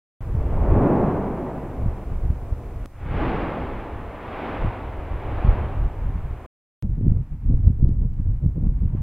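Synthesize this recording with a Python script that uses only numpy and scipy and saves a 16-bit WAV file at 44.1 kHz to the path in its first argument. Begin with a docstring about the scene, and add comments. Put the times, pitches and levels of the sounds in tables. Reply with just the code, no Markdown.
"""Volcanic crater at night

A distant vent in three scenes joined by hard cuts, the last after a short silence. Gas jets swell and
fade: one deep roar with a boom, then three brighter, rasping ones; at the end the vent only murmurs.
Wind buffets the microphone in every scene, with soft thumps from single eddies, over a faint hiss.
Two of the cuts click, and a few tiny crackles ride the late gusts."""
import sys
import numpy as np
from scipy import signal
from scipy.fft import rfft, irfft, next_fast_len
from scipy.io import wavfile
from scipy.ndimage import uniform_filter1d, map_coordinates

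SR = 44100
rng = np.random.default_rng(int(sys.argv[2]) if len(sys.argv) > 2 else 0)


def unload_audio(sound):
    """Save the sound as a 16-bit wav file, at the path given as the first command line argument."""
    columns = np.transpose(np.atleast_2d(sound))
    # keep every value between -1 and 1, then stretch to whole-number steps
    steps = np.round(np.clip(columns, -1, 1) * 32767)
    wavfile.write(sys.argv[1], SR, steps.astype(np.int16))


N = 397782


def amp(db):
    """Decibels to gain."""
    return 10 ** (np.asarray(db) / 20)


def together(levels):
    """The level in dB of unrelated sounds heard at once."""
    return 10 * np.log10(sum(amp(db) ** 2 for db in levels))


def unit(x):
    """Scale to rms 1."""
    return x / np.sqrt(np.mean(x ** 2) + 1e-20)


def clock():
    """The time of every sample in seconds."""
    return np.arange(N) / SR


def curves(rows):
    """One automation curve for each column after the time."""
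    times, *columns = np.transpose(rows)
    return [np.interp(clock(), times, column) for column in columns]


def wobble(rate):
    """A smooth random curve, rate knots a second."""
    knots = rng.standard_normal(int(N * rate / SR) + 4)
    return map_coordinates(knots, [clock() * rate], mode="nearest")


def impulses(rows):
    """One spike for each row of seconds and dB."""
    spikes = np.zeros(N)
    for s, db in rows:
        spikes[round(s * SR)] = amp(db)
    return spikes


def filtered(x, response):
    """Filter x by a gain that depends on frequency."""
    size = next_fast_len(N + SR // 2)
    return irfft(rfft(x, size) * response(np.fft.rfftfreq(size, 1 / SR)), size)[..., :N]


def coloured(x, colour):
    """EQ x through points of Hz and dB joined on a log axis."""
    points_hz, db = np.transpose(colour)
    return filtered(x, lambda hz: amp(np.interp(np.log(hz + 1), np.log(points_hz), db)))


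def noise(colour):
    """Noise of rms 1 with the given colour."""
    return unit(coloured(rng.standard_normal(N), colour))


def churn(colour):
    """Low turbulence whose strength holds steady from one tenth of a second to the next."""
    x = noise(colour)
    power = uniform_filter1d(uniform_filter1d(x ** 2, size=SR // 14), size=SR // 20)
    return x / np.sqrt(np.abs(power) + 1e-6)


# The thin colour of the hiss. Each row: frequency in Hz, gain in dB.
HISS_COLOUR = [(100, -7), (1500, -26), (3500, 7), (6000, 6.5), (15000, 5)]


def microphone_hiss():
    """The microphone's own even noise, different in each ear."""
    return np.array([noise(HISS_COLOUR), noise(HISS_COLOUR)])


# The bed of wind. Each row: time in seconds, buffet level in dB.
STEADY_WIND = [(0.22, -31.5), (0.6, -24), (0.9, -33.5), (1.55, -39), (2.0, -28.5), (2.85, -33),
               (2.9, -46.5), (3.15, -30), (3.8, -33.5), (4.3, -44.5), (5.0, -31), (6.3, -25), (6.45, -41),
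               (6.9, -24), (7.3, -41), (7.6, -24), (8.35, -27.5), (8.8, -22), (9.0, -29.5)]
# Gusts on top. Each row: peak time in seconds, buffet in dB, flutter in dB, half length in seconds.
WIND_GUSTS = [(0.382, -19.5, -48, 0.097), (0.602, -18.5, -39, 0.11), (0.738, -15, -26, 0.073),
              (1.855, -18, -33, 0.055), (2.28, -19, -33.5, 0.058), (2.53, -25, -47, 0.023),
              (3.142, -24.5, -32.5, 0.11), (4.027, -34, -57, 0.12), (4.651, -15.5, -37, 0.037),
              (5.275, -28, -52, 0.04), (5.498, -15.5, -27.5, .055), (5.632, -23, -35, 0.036),
              (5.816, -23.5, -37.5, 0.027), (6.072, -21, -32.5, 0.026), (6.158, -24, -34, 0.02),
              (6.847, -25, -29, 0.052), (7.091, -16, -21, 0.1), (7.334, -25.5, -35.5, 0.028),
              (7.519, -14.5, -26.5, 0.073), (7.683, -10.5, -21.5, 0.043), (7.863, -15, -20.5, 0.074),
              (8.041, -19.5, -30.5, 0.059), (8.186, -20, -36, 0.024), (8.463, -17, -24.5, .04),
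              (8.572, -22.5, -26, .03), (8.667, -15, -25, .05), (8.849, -22.5, -31, 0.077),
              (8.949, -21.5, -24, 0.019)]


def airflow(flutter_offset_db, restless_db, flank_db):
    """Buffet and flutter levels in dB: bell-shaped gusts ride on a restless steady wind."""
    steady = curves(STEADY_WIND)[0] + restless_db * wobble(14)
    buffet, flutter = [steady], [steady + flutter_offset_db]
    for peak_s, buffet_db, flutter_db, half_s in WIND_GUSTS:
        drop = flank_db * np.minimum(((clock() - peak_s) / half_s) ** 2, 20)
        buffet.append(buffet_db - drop)
        flutter.append(flutter_db - drop)
    return together(buffet), together(flutter)


# The wind's three colours, darkest first. Each row: frequency in Hz, gain in dB.
BUFFET_COLOUR = [(5, -20), (20, 0), (45, 1.5), (70, -1), (115, -7), (160, -18), (230, -35), (400, -51),
                 (1000, -89.5)]
FLUTTER_COLOUR = [(60, -16), (120, 11), (175, 0.5), (250, -5), (350, -20.5), (500, -33.5), (800, -49.5),
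                  (1500, -74), (4000, -100)]
FLAP_COLOUR = [(150, -22), (280, 3.5), (450, -3.5), (650, -12.5), (1000, -26), (2000, -50.5), (5000, -71)]


def buffeting(buffet_db, flutter_db, buffet_trim_db, flutter_trim_db, flap_trim_db):
    """Wind on the microphone: flutter comes in short lumps over the rumble; hard gusts flap brighter."""
    lumpy_db, flap_knee_db, flap_growth = 3.5, -19, 1.44
    lumps = unit(amp(lumpy_db * wobble(50)))
    flap_db = flap_knee_db + flap_growth * (flutter_db - flap_knee_db)
    flutter = amp(flutter_db + flutter_trim_db) * churn(FLUTTER_COLOUR)
    flap = amp(flap_db + flap_trim_db) * churn(FLAP_COLOUR)
    rumble = amp(buffet_db + buffet_trim_db) * churn(BUFFET_COLOUR)
    return rumble + lumps * (flutter + flap)


# Surges of gas. Each row: peak time in seconds, roar and rasp in dB before the jet's trims,
# boom in dB, swell and fade in dB per second.
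GAS_OUTBURSTS = [(0.87, -22, -52.5, -20, 39, 19.5), (3.27, -28.5, -39.7, -27.5, 106, 19),
                 (4.51, -32.5, -42, -53, 40.5, 29), (5.53, -34, -46.3, -50.5, 21, 35.5)]


def outflow(idle, rasp_growth):
    """Roar and rasp levels in dB: each outburst swells, rounds off and fades back to the idling vent."""
    crest_s, rasp_lead_s = 0.089, 0.039  # the top lingers; the rasp opens and closes ahead of the roar

    def drop(age, swell, fade):
        return np.where(age < 0, swell, fade) * (np.hypot(age, crest_s) - crest_s)

    roar, rasp = ([level] for level in curves(idle))
    for peak_s, roar_db, rasp_db, _, swell, fade in GAS_OUTBURSTS:
        age = clock() - peak_s
        roar.append(roar_db - drop(age, swell, fade))
        rasp.append(rasp_db - rasp_growth * drop(age + rasp_lead_s, swell, fade))
    return together(roar), together(rasp)


# The idling vent, one table a scene. 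Each row: time in seconds, roar and rasp in dB before the trims.
DEEP_VENT = [(0.22, -58.5, -59.5), (1.8, -43.5, -58.5), (2.85, -44, -61)]
BRIGHT_VENT = [(2.87, -81.5, -79), (3.5, -45, -61), (6.45, -46, -57.5)]
FAR_VENT = [(6.83, -67, -72), (7.4, -66, -70), (7.9, -68, -74), (8.3, -68.5, -73), (8.75, -65.5, -72),
            (9.0, -60, -67.5)]
# Each scene's roar, and the rasp they share. Each row: frequency in Hz, gain in dB.
DEEP_COLOUR = [(25, -6.5), (90, -4.5), (160, 0), (280, 0), (360, -1), (500, -4), (720, -6), (1000, -10.5),
               (1500, -23.5), (2500, -36.5), (5000, -91.5)]
BRIGHT_COLOUR = [(25, -3.5), (110, -4.5), (190, -2.5), (320, 1.5), (410, 0), (510, -1), (820, -1),
                 (1150, -7.5), (1600, -19.5), (2500, -31.5), (5000, -78)]
FAR_COLOUR = [(30, -9.5), (250, -3.5), (500, -0.5), (950, 0), (1300, -10.5), (2000, -34), (5000, -79.5)]
RASP_COLOUR = [(500, -31.5), (1100, 2.5), (1500, 0), (2300, -3.5), (2700, -8), (3300, -14), (4000, -22.5),
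               (5000, -32.5), (6500, -47), (12000, -79)]


def gas_jet(idle, colour, roar_trim_db, rasp_trim_db, rasp_growth, rough_db):
    """Turbulent gas leaves the vent: a roar with a rasp above it."""
    roar_db, rasp_db = outflow(idle, rasp_growth)
    tumble = amp(rough_db * wobble(45))  # passing vortices roughen the whole jet
    roar = amp(roar_db + roar_trim_db) * noise(colour)
    rasp = amp(rasp_db + rasp_trim_db) * noise(RASP_COLOUR)
    return tumble * (roar + rasp)


# Soft thumps of air. Each row: time in seconds, peak in dB before the trim, pitch in Hz.
EDDY_THUMPS = [(0.352, -7.5, 62), (0.774, -11.5, 65.5), (1.863, -6.5, 70.4), (2.304, -8.5, 64),
               (2.527, -9, 49), (4.648, -11.5, 91), (5.45, -6, 70), (5.492, -3, 44.5), (7.012, -13.5, 131),
               (7.068, -9, 124), (7.082, -3.5, 69.3), (7.12, -4, 77.3), (7.678, -0.5, 66.3),
               (7.704, -7.5, 83.6), (7.829, -3.5, 91), (7.845, -2.5, 49.9), (7.892, -10, 115),
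               (8.201, -13, 95.5), (8.463, -4.5, 84.52), (8.581, -16.5, 161), (8.670, -9, 90.8),
               (8.858, -7, 59.4), (8.951, -12.5, 134)]


def eddies(turbulence, trim_db, calm_s):
    """An eddy sweeps finer turbulence aside: one dip of pressure with a small rise on either side."""
    thumps, shelter, t = np.zeros(N), np.ones(N), clock()
    for s, db, hz in EDDY_THUMPS:
        distance_sq = (np.pi * hz * (t - s)) ** 2  # small eddies pass faster and sound higher
        thumps -= amp(db + trim_db) * (1 - 3 * distance_sq) / (1 + distance_sq) ** 3
        shelter += 1 / (1 + ((t - s) / calm_s) ** 2)
    return turbulence / shelter + thumps


# The low weight under an outburst. Each row: frequency in Hz, gain in dB.
BOOM_COLOUR = [(20, -15), (80, -8), (160, -1), (270, -1.5), (370, -5.5), (600, -16.5), (2000, -71.5)]


def booms(swell_s, fade_s):
    """An outburst shoves a large mass of gas: it swells quickly and drains away."""
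    shove = np.zeros(N)
    for peak_s, _, _, boom_db, _, _ in GAS_OUTBURSTS:
        age = clock() - peak_s
        shove += amp(boom_db) * np.exp(np.where(age < 0, -(age / swell_s) ** 2, -age / fade_s))
    return shove * churn(BOOM_COLOUR)


# Ticks at the cuts. Each row: time in seconds, peak in dB.
CUT_CLICKS = [(2.859, -27), (6.825, -29)]


def clicks(decay_s):
    """A sudden step of pressure that leaks away."""
    leak = np.exp(-1 / (decay_s * SR))
    return signal.lfilter([1], [1, -leak], impulses(CUT_CLICKS))


# Tiny crackles in the hardest gusts. Each row: time in seconds, peak in dB.
GUST_CRACKLES = [(7.6765, -31), (7.6808, -40.5), (7.832, -44), (7.887, -37), (8.137, -43.5)]
# Their colour. Each row: frequency in Hz, gain in dB.
CRACKLE_COLOUR = [(300, 1), (800, 3), (1500, -11.5), (4500, -15.5), (7000, -24), (11000, -23.5),
                  (16000, -34)]


def crackles():
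    """Each crackle is a single dry snap with no ring."""
    spikes = impulses(GUST_CRACKLES)
    snaps = coloured(spikes, CRACKLE_COLOUR)
    return snaps * spikes.max() / snaps.max()


# The three scenes. Each row: start and end in seconds, hiss in dB,
# the steady wind's flutter in dB relative to its buffet, before the trims.
SCENES = [(0.207, 2.859, -64, -22.5), (2.857, 6.463, -67, -19.5), (6.826, 9.1, -73.5, -12)]


def scene():
    """Crater and wind, gated scene by scene and alike in both ears; only the hiss is wide."""
    t = clock()
    gates = np.array([(t >= start) & (t < end) for start, end, _, _ in SCENES], float)
    gates = uniform_filter1d(gates, size=SR // 400)  # 2.5 ms ramps
    _, _, hiss_db, flutter_offset_db = np.transpose(SCENES)
    deep = gas_jet(DEEP_VENT, DEEP_COLOUR, roar_trim_db=1.5, rasp_trim_db=1.8,
                   rasp_growth=0.55, rough_db=0.6)
    bright = gas_jet(BRIGHT_VENT, BRIGHT_COLOUR, roar_trim_db=1.5, rasp_trim_db=3.5,
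                     rasp_growth=1.055, rough_db=0.08)
    far = gas_jet(FAR_VENT, FAR_COLOUR, roar_trim_db=5, rasp_trim_db=4, rasp_growth=1.25, rough_db=1.5)
    crater = np.sum(gates * [deep, bright, far], axis=0) + booms(swell_s=0.14, fade_s=0.34)
    buffet_db, flutter_db = airflow(flutter_offset_db @ gates, restless_db=3.5, flank_db=8)
    turbulence = buffeting(buffet_db, flutter_db,
                           buffet_trim_db=-0.07, flutter_trim_db=1.5, flap_trim_db=-14)
    wind = eddies(turbulence, trim_db=-1.5, calm_s=0.0081) + crackles()
    hiss = (amp(hiss_db) @ gates) * microphone_hiss()
    return (crater + wind) * gates.sum(axis=0) + hiss + clicks(decay_s=0.001)


def record(dry):
    """The right channel is a hair louder, and the highest treble is cut off."""
    right_db, top_hz = 0.12, 15800
    return filtered(dry * amp([[0], [right_db]]), lambda hz: hz < top_hz)


dry = scene()
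out = record(dry)
unload_audio(out)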